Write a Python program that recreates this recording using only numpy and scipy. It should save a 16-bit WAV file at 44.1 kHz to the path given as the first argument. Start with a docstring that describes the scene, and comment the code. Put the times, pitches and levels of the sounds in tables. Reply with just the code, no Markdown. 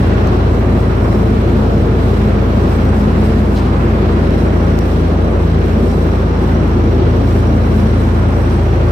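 """Inside the cabin of a river boat under way, heard for 8.9 s at two ports of a stereo recorder on a table.
From the start a diesel hums (cosines), hull and wake roar and paper and air hiss (shaped noise), glasses
and a fitting rattle (knocks and noise into resonances), a thin whine sings and creasing paper crackles.
Paper ticks and brushes (noise bursts) begin at 0.27 s, with the strongest near 3.6 and 4.8 s. The whine
is loudest from 2.9 to 3.7 s; after 6.3 s two hum tones shift in timing against the rest."""
import sys
import numpy as np
from scipy import signal
from scipy.fft import rfft, irfft, next_fast_len
from scipy.io import wavfile
from scipy.ndimage import uniform_filter1d

SR = 44100
rng = np.random.default_rng(int(sys.argv[2]) if len(sys.argv) > 2 else 0)


def waveform_to_disk(signal):
    """Save audio, clipped to [-1, 1], as 16-bit WAV at the path in sys.argv[1]."""
    frames = np.transpose(np.atleast_2d(signal))
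    scaled = np.clip(frames, -1, 1) * 32767
    samples = np.round(scaled).astype(np.int16)
    wavfile.write(sys.argv[1], SR, samples)


def gain_from_decibels(decibels):
    """Convert decibel values to linear amplitude factors."""
    exponent = np.asarray(decibels, float) / 20
    return 10 ** exponent


N = 392931
T = np.arange(N) / SR  # time of each sample, s
FFT_SIZE = next_fast_len(N)
HZ = np.fft.rfftfreq(FFT_SIZE, 1 / SR)
CYCLE_HZ = 13.796  # mean rate of the engine cycle

# multiples of the engine cycle that swell as the hull loads and unloads: [multiple]
SWELLING_MULTIPLES = (6, 8, 9, 12, 15, 16, 32)
# slow drift of their strength: [t/s, then rms level/dB of multiples 6, 8, 9, 12, 15, 16, 32]
SWELL_LEVELS = [(0.0, -17, -19.5, -27, -31, -26.5, -30, -33),
                (1.2, -18.5, -18.5, -25.5, -33, -24, -31, -34),
                (2.6, -16.5, -21, -25.5, -27, -25.5, -26, -31), (3.8, -17.5, -25, -24, -29, -29, -27, -42),
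                (4.4, -16.5, -24, -27.5, -25, -29, -28, -48),
                (5.4, -16, -23.5, -43, -24.5, -35, -27.5, -38),
                (6.3, -17.5, -25, -34, -23.5, -37, -29, -40), (7.0, -16, -17.5, -34, -29, -33, -29.5, -37),
                (7.8, -15, -18.5, -29, -26, -23, -24.5, -46), (8.91, -16, -18.5, -35, -31, -38, -35, -46)]


def shape(table):
    """Gain at every frequency, drawn through points of [f/Hz, level/dB]."""
    hz, db = np.transpose(table)
    return gain_from_decibels(np.interp(np.log(HZ + 1), np.log(hz), db))


def ring(hz, width):
    """Response of one resonance, with gain 1 at its centre; hz and width in Hz."""
    return 1j * HZ * width / (hz ** 2 - HZ ** 2 + 1j * HZ * width)


def through(x, gain):
    """Filter a sound by a frequency response."""
    return irfft(rfft(x, FFT_SIZE) * gain, FFT_SIZE)[..., :N]


def unit(x):
    """Scale to rms 1."""
    return x / np.sqrt(np.mean(x ** 2))


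def curves(table):
    """Columns of a time table, with one value per sample."""
    seconds, *columns = np.transpose(table)
    return [np.interp(T, seconds, column) for column in columns]


def walk(rate):
    """Slow random wander: levels drawn rate times a second, smoothed twice; spread near 1."""
    hold = int(SR / rate)
    steps = np.repeat(rng.standard_normal(N // hold + 1), hold)
    return 1.69 * uniform_filter1d(uniform_filter1d(steps, hold), hold)[:N]


def diffuse(x, direct=0.095):
    """Sound from all sides is alike at two spaced ports in the bass only; a share comes straight
    from the right and reaches the left port late."""
    port_gap_m, port_lag_s = 0.18, 0.00037
    from_all_sides = np.sinc(2 * HZ * port_gap_m / 343)  # speed of sound 343 m/s
    from_right = np.exp(2j * np.pi * HZ * port_lag_s)
    alike = (1 - direct) * from_all_sides + direct * from_right
    right = through(x[0], alike) + through(x[1], np.sqrt(1 - abs(alike) ** 2))
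    return np.array([x[0], right])


def throb(count, depth_db, turns):
    """Gain that beats count times per engine cycle."""
    return gain_from_decibels(depth_db * np.cos(2 * np.pi * (count * CYCLE_HZ * T - turns)))


def hum(waver_db=1.8, waver_turns=0.03, port_lead=0.006, swell_db=1.5):
    """Near-pure multiples of the engine cycle; the higher ones waver more in level and timing."""
    # steady tones of the engine, before wavering: [multiple of the cycle rate, rms level/dB]
    steady_tones = [(3, -50), (4, -16.5), (7, -28), (10, -36), (11, -30), (13, -41), (14, -32), (17, -39),
                    (18, -35), (19, -35.5), (20, -35.5), (21, -40), (22, -39), (24, -33.5), (25, -40),
                    (26, -37), (28, -37)]
    # bending waves in the plating are faster at high pitch; lead of multiple k = a + b k + c k^2:
    # [a, b, c], all in turns
    lead_turns = (.418, .100, -.0910)
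    # the governor hunts: [t/s, lead of the cycle over its mean speed/turns]
    hunting = [(0.0, -.011), (.9, .005), (2.0, .013), (4.3, -.018), (5.0, -.014), (6.7, .013), (7.2, .005),
               (8.91, .005)]
    # multiples 6 and 9 slip against the rest: [t/s, shift of 6/turns, shift of 9/turns]
    slipping = [(0.0, .01, -.04), (6.3, .01, -.04), (6.9, -.09, .11), (8.91, -.10, .11)]
    mount_hz, mount_spread_hz = 133, 11

    def waver_share(k):
        return min((k - 4) / 8, 1)

    tones = [(k, db + waver_share(k) * waver_db * walk(2.67)) for k, db in steady_tones]
    swelling = zip(SWELLING_MULTIPLES, curves(SWELL_LEVELS))
    tones += [(k, db + waver_share(k) * swell_db * walk(5.0)) for k, db in swelling]
    cycle = CYCLE_HZ * T + uniform_filter1d(curves(hunting)[0], size=SR // 2)
    slip = dict(zip((6, 9), curves(slipping)))
    out = 0
    for k, db in tones:
        drift = min(((k - 4) / 8) ** 2, 1) * waver_turns * walk(3.02)
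        turns = k * cycle + np.polyval(lead_turns[::-1], k) + drift + slip.get(k, 0)
        if k % 2:
            # odd multiples, from unequal cylinders, turn by up to half a turn across a resonance,
            # perhaps of the mounts
            turns += 0.25 + np.arctan((k * CYCLE_HZ - mount_hz) / mount_spread_hz) / (2 * np.pi)
        port_shift = port_lead * k * np.array([[1], [-1]])  # radians, left and right
        out = out + np.sqrt(2) * gain_from_decibels(db) * np.cos(2 * np.pi * turns + port_shift)
    return out


def roar(echo_db=-14, t60=0.4, flicker_db=0.6):
    """Noise in the plating and wake, coloured by cabin echoes; octaves flicker, panels ring and swell,
    and all of it beats with the engine cycle."""
    # broad colour of hull and wake: [f/Hz, level per Hz/dB]
    roar_colour = [(25, -55.5), (40, -60.5), (55, -54.5), (75, -50), (100, -47), (117, -44), (133, -51),
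                   (150, -47), (190, -44), (255, -42), (300, -44), (420, -44), (520, -48), (620, -50),
                   (750, -53.5), (1200, -56.5), (2300, -68), (4300, -77), (5000, -82), (7000, -89),
                   (10000, -105)]
    # slow change of level, above the lowest octaves: [t/s, low roar level/dB, high roar level/dB]
    wash = [(0.0, 0.5, 1.5), (1.1, -0.5, -.5), (2.4, -0.5, 0.5), (3.4, -1, 0.5), (4.4, 0, 0.5),
            (5.5, -0.7, -1.1), (6.1, 0, 0), (7.2, -1.1, -0.7), (8.91, -1.5, 0)]
    # panels that ring within the roar: [f/Hz, width/Hz, level above the roar/dB]
    panels = [(66, 8, 5), (86, 3.5, 9), (163, 4, 8), (181, 6, 1), (209, 4, 7), (253, 6, 2), (326, 10, 1),
              (352, 8, 2.5), (393, 8, 0)]
    panel_swell_db, panel_swells_per_s = 1.2, 1.5
    panel_follow = 0.6  # share of a close multiple's swell that a panel takes on

    def noise():
        return rng.standard_normal((2, N)) * np.sqrt(SR / 2)

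    colour = shape(roar_colour)
    echo_size = 1 << 14
    echoes = rng.standard_normal((2, echo_size)) * gain_from_decibels(-60 * T[:echo_size] / t60)
    echoes = rfft(echoes / np.sqrt(np.sum(echoes ** 2, axis=1, keepdims=True)), FFT_SIZE)
    cabin = (1 + gain_from_decibels(echo_db) * echoes) / np.sqrt(1 + gain_from_decibels(2 * echo_db))
    plating = noise()
    low_db, high_db = curves(wash)
    out = 0
    for octave in range(5, 15):  # bands centred on 2 ** octave Hz
        band = np.cos(np.pi / 2 * np.clip(np.log2(HZ + 1) - octave, -1, 1)) ** 2
        level_db = flicker_db * walk(7.0)
        if octave > 7:
            level_db = level_db + (low_db if octave < 10 else high_db)
        out = out + through(plating, colour * cabin * band) * gain_from_decibels(level_db)
    swells = {k: db - db.mean() for k, db in zip(SWELLING_MULTIPLES, curves(SWELL_LEVELS))}
    for hz, width, db in panels:
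        level_db = db + panel_swell_db * walk(panel_swells_per_s)
        level_db += panel_follow * swells.get(round(hz / CYCLE_HZ), 0)
        out = out + gain_from_decibels(level_db) * through(noise(), colour * ring(hz, width))
    beat = throb(1, depth_db=0.68, turns=0.69) * throb(2, depth_db=0.65, turns=1.0)
    return diffuse(out * beat)


def bouts():
    """How hard the table is shaken: each bout swells and dies away about equally fast."""
    # bouts of harder chatter: [t of the peak/s, strength (1 = full bout)]
    shakes = [(.02, 0.8), (.6, 0.2), (.84, 0.4), (1.14, 0.8), (1.3, 0.6), (1.6, 0.6), (2.13, 0.9),
              (2.71, 1), (3.0, 1.1), (3.25, 0.9), (3.57, 1), (3.9, 0.2), (4.39, 0.8), (4.69, 0.6),
              (4.91, 0.5), (5.26, 0.2), (5.91, 0.9), (6.45, 0.3), (7.37, 1), (7.79, 0.8), (8.0, .6),
              (8.54, 0.9)]
    rise_s, fall_s = 0.098, 0.096
    each = [strength * np.exp(np.where(T < s, (T - s) / rise_s, (s - T) / fall_s))
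            for s, strength in shakes]
    return np.max(each, axis=0)


def hiss(grain=1.7):
    """Fine uneven grains of paper and air, little alike at the two ports."""
    # colour of the hiss: [f/Hz, relative level per Hz/dB]
    hiss_colour = [(2500, -30), (5000, -5), (8300, -2.5), (8950, -13), (10300, -7), (11800, -3.5),
                   (13000, -7), (14100, -14), (14600, 3), (15200, -4)]
    rest_db, bout_db = -51, 5  # level at rest; rise in a full bout
    grains = rng.standard_normal((2, N)) * gain_from_decibels(grain * rng.exponential(size=N))
    coloured = unit(diffuse(through(grains, shape(hiss_colour)), direct=0.22))
    return coloured * gain_from_decibels(rest_db + bout_db * bouts() + 1.3 * walk(19.0))


def tableware(rate=500, scatter=1.9, apart_db=1.4):
    """Random knocks ring glass and cutlery, harder in the bouts; a loose fitting buzzes with each firing."""
    # resonances of glass and cutlery: [f/Hz, width/Hz, relative level/dB]
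    glass_tones = [(3980, 25, 6.5), (4720, 14, 2.5), (5460, 25, 0), (5294, 30, 3), (6500, 30, -15),
                   (6760, 30, -15), (7140, 30, -20), (8250, 33, -1), (8793, 40, -11), (9340, 160, -9),
                   (9830, 110, -12), (10550, 210, -24), (13210, 56, -18), (13580, 50, -19)]
    # buzz of the loose fitting: [t/s, level/dB]
    fitting_levels = [(0.0, -56), (2.0, -60), (2.7, -54), (4.0, -65), (4.4, -53), (5.0, -55), (6.4, -52),
                      (8.91, -52)]
    rest_db, bout_db = -52.5, 7
    glass_db = rest_db + bout_db * bouts()
    fitting_db = curves(fitting_levels)[0] + 0.6 * walk(6.9)
    # rate is in knocks per second at each port
    knocks = (rng.random((2, N)) < rate / SR) * gain_from_decibels(scatter * rng.exponential(size=(2, N)))
    glass = 0
    for hz, width, db in glass_tones:
        # each resonance also wanders in level by itself
        glass = glass + gain_from_decibels(db + apart_db * walk(5.0)) * through(knocks, ring(hz, width))
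    firings = rng.standard_normal((2, N)) * throb(4, depth_db=8, turns=0.33)  # four per cycle
    buzz = through(firings, ring(5684, 200) ** 2)
    return gain_from_decibels(glass_db) * unit(glass) + gain_from_decibels(fitting_db) * unit(buzz)


def whine():
    """A thin whine, perhaps from a pump: two narrow bands of noise that slowly change level together."""
    # bands of the whine: [f/Hz, width/Hz, relative level/dB]
    whine_bands = [(4020, 12, 0), (4800, 12, -1)]
    # loudness of the whine: [t/s, level/dB]
    whine_levels = [(0.0, -62), (2.6, -62), (2.9, -56), (3.7, -56), (4.3, -58), (4.6, -64), (8.91, -62)]
    noise = rng.standard_normal((2, N))
    response = sum(gain_from_decibels(db) * ring(hz, width) for hz, width, db in whine_bands)
    return gain_from_decibels(curves(whine_levels)[0]) * unit(through(noise, response))


def crackle(rate=260, scatter=4.0, rest_db=-63, bout_db=11):
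    """Tiny random clicks of creasing paper through a broad resonance, louder in the bouts of shaking."""
    strength = gain_from_decibels(scatter * rng.exponential(size=N).clip(0, 3))
    clicks = (rng.random(N) < rate / SR) * strength * rng.standard_normal((2, N))
    return gain_from_decibels(rest_db + bout_db * bouts()) * unit(through(clicks, ring(6200, 8000) ** 2))


def paper():
    """Short uneven bursts that rise fast and fade; the table top returns each almost at once."""
    # paper ticks and brushes: [t/s, peak level/dB, left minus right/dB, centre f/Hz, fade time/s]
    ticks = [(0.272, -25, 10, 6500, 0.00056), (.7790, -37, 0, 10000, 0.017), (.9517, -35, 0, 7000, .0008),
             (1.207, -42, -4, 11000, .004), (2.846, -35, -4, 8000, 0.004), (2.9600, -38, -2, 9000, .015),
             (3.556, -22.5, 2, 2700, 0.015), (3.558, -33, 2, 6500, .011), (3.578, -31, 2, 4500, .011),
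             (3.636, -27.5, 2, 2600, 0.018), (3.896, -40, 0, 14000, .0005), (4.5017, -35, 0, 7000, .0008),
             (4.774, -42, 12, 9000, .007), (4.7892, -22.5, 30, 13500, 0.000012),
             (4.7918, -36, 14, 8000, .0005), (4.7975, -35, 8, 9000, .0006), (5.903, -34, -1, 5000, .012),
             (8.49, -31, 0, 4500, .010)]
    echo_s = 52e-6  # delay of the return from the table top
    size = 8192
    t = T[:size]
    out = np.zeros((2, N))
    for s, db, pan_db, hz, length in ticks:
        start = int(s * SR)
        uneven = gain_from_decibels(4.5 * np.repeat(rng.standard_normal(128), 64))
        grit = rng.standard_normal(size)
        # the very shortest tick is a smooth pulse without grit
        burst = (grit if length > 1e-4 else 1) * uneven * t * np.exp(-t / length)
        burst = burst + 1.2 * np.interp(t - echo_s, t, burst)
        band = signal.butter(2, [hz / 3, min(hz * 1.8, 18000)], "band", fs=SR, output="sos")
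        burst = signal.sosfilt(band, burst)
        port_gains = gain_from_decibels(db + np.array([pan_db, -pan_db]) / 2)
        out[:, start:start + size] += np.outer(port_gains, burst / abs(burst).max())
    return out


def scene():
    """Engine, hull, table and paper together."""
    return hum() + roar() + hiss() + tableware() + whine() + crackle() + paper()


def low_pass(x):
    """Removes everything above the highest recorded frequency."""
    return signal.sosfilt(signal.butter(12, 15690, fs=SR, output="sos"), x)


def record(dry):
    """The two ports differ in colour and lose the top; the loudest peaks are rounded."""
    # difference between the ports: [f/Hz, left minus right/dB]
    port_difference = [(60, 0), (110, 1), (200, 0), (380, 2.5), (700, 2), (1290, -1), (2380, -3),
                       (4400, -3.5), (8120, 2.5), (15000, -3)]
    top_hz = 15200
    tilt = np.sqrt(shape(port_difference))  # half of the difference goes to each port
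    wet = through(dry, np.array([tilt, 1 / tilt]) / (1 + (HZ / top_hz) ** 120))
    mix = wet / (1 + wet ** 8) ** (1 / 8)
    return low_pass(mix)


dry = scene()
out = record(dry)
waveform_to_disk(out)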